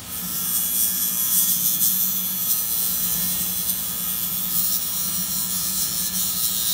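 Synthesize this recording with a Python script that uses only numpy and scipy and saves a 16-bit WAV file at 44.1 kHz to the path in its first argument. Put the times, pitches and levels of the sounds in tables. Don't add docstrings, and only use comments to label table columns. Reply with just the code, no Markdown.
import sys
import numpy as np
from scipy import signal
from scipy.fft import rfft, irfft
from scipy.io import wavfile
from scipy.ndimage import uniform_filter1d

SR = 44100
rng = np.random.default_rng(int(sys.argv[2]) if len(sys.argv) > 2 else 0)


def master_out(mix):
    frames = np.transpose(np.atleast_2d(mix))
    ceiling = np.clip(frames, -1, 1)
    pcm = np.round(ceiling * 32767).astype(np.int16)
    wavfile.write(sys.argv[1], SR, pcm)


N = 296791
TIME = np.arange(N) / SR
FREQ = np.arange(N // 2 + 1) * SR / N

SPINDLE_HZ, TOP_HZ = 115.58, 15740
STEEPEN_AT_S, STEEPEN_TAKES_S = 4.4, 0.21
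DIG_AT_S, DIG_TAKES_S = 5.7, 0.58
# time_s, bed_hum_db, bench_rumble_db
LOAD = [(0, -49, -44), (.4, -40.5, -53), (.75, -44.5, -50.5), (1.5, -39.5, -55.5), (2.33, -39.5, -54.5),
        (2.6, -47, -52.5), (3.2, -36, -45.5), (3.85, -43, -48.5), (4.55, -39.5, -50.5), (4.92, -47, -50.5),
        (5.08, -39, -49), (5.8, -39.5, -47.5), (6.73, -43, -49)]
# centre_s, half_length_s, rise_db, extra_tear_share
SURGES = [(.57, 0.027, 6, 0.14), (.82, 0.052, 7.5, 0), (1.024, 0.017, 2.5, 0), (1.366, 0.078, 6, 0.23),
          (1.512, 0.024, 5.5, 0.56), (1.669, 0.034, 5, 0.03), (1.78, .025, -4.5, 0.04),
          (1.857, 0.034, 6, 0.12), (2.168, 0.011, 3, 0.5), (2.28, 0.037, -2.5, 0.03),
          (2.513, 0.021, 8, .35), (3.70, 0.012, 4, 0.4), (4.102, 0.039, 2, 0.03), (4.243, 0.024, 1, 0.6),
          (4.385, 0.017, 2, 0.6), (4.466, 0.02, -2.5, .35), (4.584, 0.042, 5, 0), (4.665, 0.032, 5, 0),
          (4.739, 0.035, 6, 0.63), (4.794, 0.024, -4.5, 0), (5.827, 0.035, 3.5, 0.4), (6.07, 0.016, 1.5, 0),
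          (6.116, 0.027, -7.5, 0.15), (6.197, 0.086, 4, 0.3), (6.454, 0.023, 6, 0)]


def undb(db):
    return 10 ** (np.asarray(db) / 20)


def unit(x):
    return x / np.sqrt(np.mean(x ** 2))


def even_out(x, size):
    return x / np.sqrt(uniform_filter1d(x ** 2, size=size))


def controls(table, times):
    time_s, *columns = np.transpose(table)
    return [np.interp(times, time_s, column) for column in columns]


def ramp(times, start, length):
    return np.clip((times - start) / length, 0, 1)


def swells(times, events):
    return sum(height * np.exp(-((times - s) / length) ** 2) for s, length, height in events)


def shape(x, gain):
    return irfft(rfft(x) * gain, N)


def above(hz):
    return 1 / (1 + (hz / (FREQ + 1)) ** 40)


def walk(rate_hz):
    return unit(shape(rng.standard_normal(N), 1 / (1 + (FREQ / rate_hz) ** 2)))


def ring(x, modes, contrast=1):
    power = sum(undb(db) ** 2 / (1 + ((FREQ - hz) / width) ** 2) ** 2 for hz, width, db in modes)
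    return unit(shape(x, np.sqrt(power) ** contrast))


def rush():
    # frequency_hz, relative_density_db
    spectrum = [(30, -28), (200, 7), (400, -2.5), (500, -1), (780, 1.5), (1100, -3), (1260, 0.5),
                (1430, -5), (1680, -3.5), (2000, -4.5), (2600, -1.5), (3400, 0.5), (4500, -2.5),
                (9000, -1.5), (15000, -6)]
    # centre_s, half_length_s, rise_db
    tumbles = [(3.266, 0.33, 2.5)]
    hz, db = np.transpose(spectrum)
    colour = undb(np.interp(np.log(FREQ + 1), np.log(hz), db))
    _, rumble_db = controls(LOAD, TIME)
    usual_rush_db, usual_rumble_db = -38.5, -50
    level_db = usual_rush_db + 0.15 * (rumble_db - usual_rumble_db) + swells(TIME, tumbles)
    return unit(shape(rng.standard_normal(N), colour)) * undb(level_db)


def hum():
    # pitch_hz, half_width_hz, weight_db
    bed_modes = [(104, 14, -19.5), (149.5, 7.8, -10), (177, 6.5, -1), (186.7, 3.5, 2.5), (195, 3.8, -25),
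                 (207.8, 1.7, -15.5), (225.3, 16, -20.5), (312, 11.4, -19)]
    bench_modes = [(58.4, 6.1, 2.5), (79, 15, -1), (109, 14, -3.5)]
    # centre_s, half_length_s, rise_db
    thumps = [(0.268, 0.029, 11), (4.56, 0.031, 4), (5.19, 0.044, 3), (6.164, 0.03, 5.5)]
    hum_db, rumble_db = controls(LOAD, TIME)
    bed = even_out(ring(rng.standard_normal(N), bed_modes), size=5000)
    bench = even_out(ring(rng.standard_normal(N), bench_modes), size=5000)
    return bed * undb(hum_db + swells(TIME, thumps)) + bench * undb(rumble_db)


def drone():
    # time_s, pitch_hz, level_db
    course = [(0, 247.7, -49), (1.3, 237.3, -44), (2.1, 235.2, -51.5), (4.8, 237.6, -52.5),
              (6.73, 237.6, -70)]
    pitch_hz, level_db = controls(course, TIME)
    phase = 2 * np.pi * np.cumsum(pitch_hz) / SR
    return undb(level_db + 2 * walk(3.3)) * np.sin(phase + 1.14 * walk(1.8))


def whine():
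    # harmonic_number, level_db
    spindle_lines = [(4, -62), (8, -64.5), (9, -60), (12, -66.5), (13, -65.5), (14, -58), (15, -55.5),
                     (16, -58), (19, -63.5), (20, -65), (21, -59.5), (24, -61), (29, -82)]
    # pitch_hz, level_db
    drive_lines = [(1211, -58), (1258, -55), (1271, -58), (1346, -56), (1683, -66.5), (2890, -60.5),
                   (2928, -62), (3097, -54), (3121, -69), (3366, -50.5), (3396, -57), (4336, -57.5)]
    tones = [(round(k) * SPINDLE_HZ, db) for k, db in spindle_lines] + drive_lines
    out, trim_db = 0, -0.5
    for hz, db in tones:
        amplitude = np.sqrt(2) * undb(db + trim_db + 4.0 * walk(2.65))
        out = out + amplitude * np.sin(2 * np.pi * hz * TIME + 0.84 * walk(4.6))
    return out * ramp(TIME, 0, 0.099)


def tearing(times):
    entry = 0.29 * np.exp(-times / 0.28)
    steepening = 0.1 * ramp(times, STEEPEN_AT_S, STEEPEN_TAKES_S)
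    digging = 0.18 * ramp(times, DIG_AT_S, DIG_TAKES_S)
    catches = swells(times, [(s, length, tear) for s, length, _, tear in SURGES])
    return np.clip(0.076 + entry + steepening + digging + catches, 0.02, 0.95)


def groove(wear_slope=1.27, points=1024, orders=140):
    # start_s, end_s, ripples_per_turn, prominence_db
    singing = [(.35, 1.6, 29, 7), (.35, 1.45, 78, 4.5), (.45, 1.3, 74, 5), (.4, 2.5, 60, 2.5),
               (.4, 1.57, 52, 2.5), (1.4, 2.4, 53, 6), (1.5, 2.3, 31, 6), (1.6, 2.3, 58, 6),
               (1.6, 3.0, 36, 7), (1.87, 3.3, 52, 4), (2.0, 2.6, 102, 7), (2.57, 3.7, 35, 7.5),
               (3.3, 3.9, 53, 3.5), (3.1, 5.45, 79, 3.5), (3.73, 4.45, 112, 7), (3.76, 4.73, 100, 6),
               (4.5, 5.5, 90, 4), (4.8, 5.35, 50, 8), (4.8, 6.5, 36, 4), (5.7, 6.5, 47, 5),
               (6.5, 6.9, 32, 5)]
    lock_takes_s, singing_boost_db = 0.3, 1
    turns = np.arange(int(N / SR * SPINDLE_HZ) + 2)
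    times = turns / SPINDLE_HZ
    tear = tearing(times)
    fineness = np.arange(orders) / orders
    kept = (1 - tear[:, None]) ** (fineness ** wear_slope)
    ripples = rng.standard_normal((len(turns), orders, 2)) @ np.array([1, 1j])
    for turn in turns[1:]:
        ripples[turn] = kept[turn] * ripples[turn - 1] + np.sqrt(1 - kept[turn] ** 2) * ripples[turn]
    ripples = ripples / np.sqrt(uniform_filter1d(np.abs(ripples) ** 2, size=50, axis=0))
    for start, end, order, db in singing:
        inside_s = np.minimum(times - start, end - times)
        lock = np.clip(inside_s / lock_takes_s + 0.5, 0, 1) * (1 - tear ** 2)
        drift = np.exp(1j * np.cumsum(0.171 * rng.standard_normal(len(turns))))
        locked = undb(db + singing_boost_db) * drift
        ripples[:, round(order)] += lock * (locked - ripples[:, round(order)])
    surface = irfft(ripples, points, axis=1).ravel()
    return unit(np.interp(TIME * SPINDLE_HZ * points, np.arange(len(surface)), surface))


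def bite(harmonics=7):
    angle = 2 * np.pi * SPINDLE_HZ * TIME
    return unit(sum(np.cos(k * angle + 1.5 * walk(0.6)) / k ** 0.25 for k in range(1, harmonics + 1)))


def tool(force, squeal):
    # pitch_hz, half_width_hz, weight_db
    shallow_modes = [(3387, 70, -6.6), (3413, 530, -15.3), (3533, 70, -8.7), (4097, 140, -10.6),
                     (5532, 1040, -13.3), (5584, 70, -6.6), (6068, 70, 1.2), (6678, 70, -8.1),
                     (6940, 90, -6.1), (7638, 310, -8.2), (8147, 160, -8.7), (8582, 130, -3.6),
                     (9024, 210, -1.3), (10121, 1330, -12.0), (11266, 70, 0.9), (11526, 100, -3.0),
                     (11849, 420, -1.4), (12870, 140, -1.5), (13387, 220, -6.3), (13933, 130, -1.8),
                     (14477, 170, -2.2), (15097, 500, -0.8)]
    steep_modes = [(3909, 710, -11.7), (4144, 70, -6.8), (5512, 230, -7.8), (5767, 70, -10.4),
                   (6052, 110, -7.1), (7018, 140, -9.0), (7103, 1480, -12.3), (8073, 110, -10.0),
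                   (9097, 70, -3.9), (9132, 950, -11.4), (10486, 350, -7.9), (11634, 430, -16.3),
                   (12898, 100, -8.0), (13150, 1140, -11.5), (14520, 70, -0.1), (15071, 70, -1.9),
                   (15391, 70, -0.8), (15442, 1500, -6.3)]
    # time_s, relative_lift_db
    treble_lift = [(0, 3), (.95, -5), (1.8, 0), (4.7, 5.5), (5.7, -2), (6.73, 2.5)]
    steep = ramp(TIME, STEEPEN_AT_S, STEEPEN_TAKES_S)
    sound = np.sqrt(1 - steep) * ring(force, shallow_modes, contrast=0.84)
    sound += np.sqrt(steep) * ring(force, steep_modes, contrast=0.89)
    sound += undb(-6) * squeal ** 2 * ring(force, [(3900, 240, 0)])
    lift_db, = controls(treble_lift, TIME)
    return sound + (undb(lift_db) - 1) * shape(sound, above(13500))


def flutter(x, depth_db=1.3, rate_hz=26, spread_hz=260):
    hz, s, spectra = signal.stft(x, SR, nperseg=512, noverlap=384)
    across_pitch = np.exp(-(np.subtract.outer(hz, hz) / spread_hz) ** 2)
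    across_time = np.exp(-(np.subtract.outer(s, s) * rate_hz) ** 2)
    patches = unit(across_pitch @ rng.standard_normal(spectra.shape) @ across_time)
    return signal.istft(spectra * undb(depth_db * patches), SR, nperseg=512, noverlap=384)[1][:N]


def chatter(cut_db, squeal):
    usual_chatter_db, usual_cut_db = -39, -29
    build_db = -4 * (1 - ramp(TIME, 0, 2.8))
    strain_db = 3.5 * tearing(TIME) + 1.5 * ramp(TIME, DIG_AT_S, DIG_TAKES_S) + 6.5 * squeal
    return usual_chatter_db + 0.69 * (cut_db - usual_cut_db) + build_db + strain_db


def cut():
    # time_s, cut_db, sizzle_over_cut_db
    feed = [(0, -50, -12), (.075, -45, 0), (.13, -35, 4.5), (.31, -35, 2.5), (.355, -29.5, 2.5),
            (.95, -28.5, 2.5), (1.6, -27, 3), (2.04, -29, 6.5), (2.15, -32.5, 7), (2.7, -28.5, 4.5),
            (3.45, -29, 3.5), (3.9, -33, 4), (4.48, -33.5, 7.5), (4.9, -30, 3.5), (5.9, -28, -0.5),
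            (6.35, -29.5, 2.5), (6.73, -26.5, 1.5)]
    feed_db, sizzle_over_cut_db = controls(feed, TIME)
    surge_db = swells(TIME, [(s, length, db) for s, length, db, _ in SURGES])
    cut_db = feed_db + surge_db
    sizzle_db = cut_db + sizzle_over_cut_db - 0.21 * surge_db
    squeal = ramp(TIME, start=6.2, length=0.68)
    crumbs = undb(-12 + 1.2 * walk(300)) * rng.standard_normal(N)
    force = (groove() + crumbs) * undb(1.88 * bite())
    sound = flutter(tool(force, squeal))
    out = shape(sound, 1 - above(2700)) * undb(cut_db - 10.5)
    bands = [(above(2700) - above(4800), chatter(cut_db, squeal)),
             (above(4800) - above(11000), cut_db),
             (above(11000), sizzle_db)]
    for band, db in bands:
        out += even_out(shape(sound, band * (FREQ < TOP_HZ)), size=6000) * undb(db)
    return out * undb(0.92 * walk(12))


def scene():
    return (cut() + whine() + hum() + drone() + rush())[None]


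def record(dry):
    return shape(dry, 1 / np.sqrt(1 + np.minimum(FREQ / TOP_HZ, 1.1) ** 600))


dry = scene()
out = record(dry)
master_out(out)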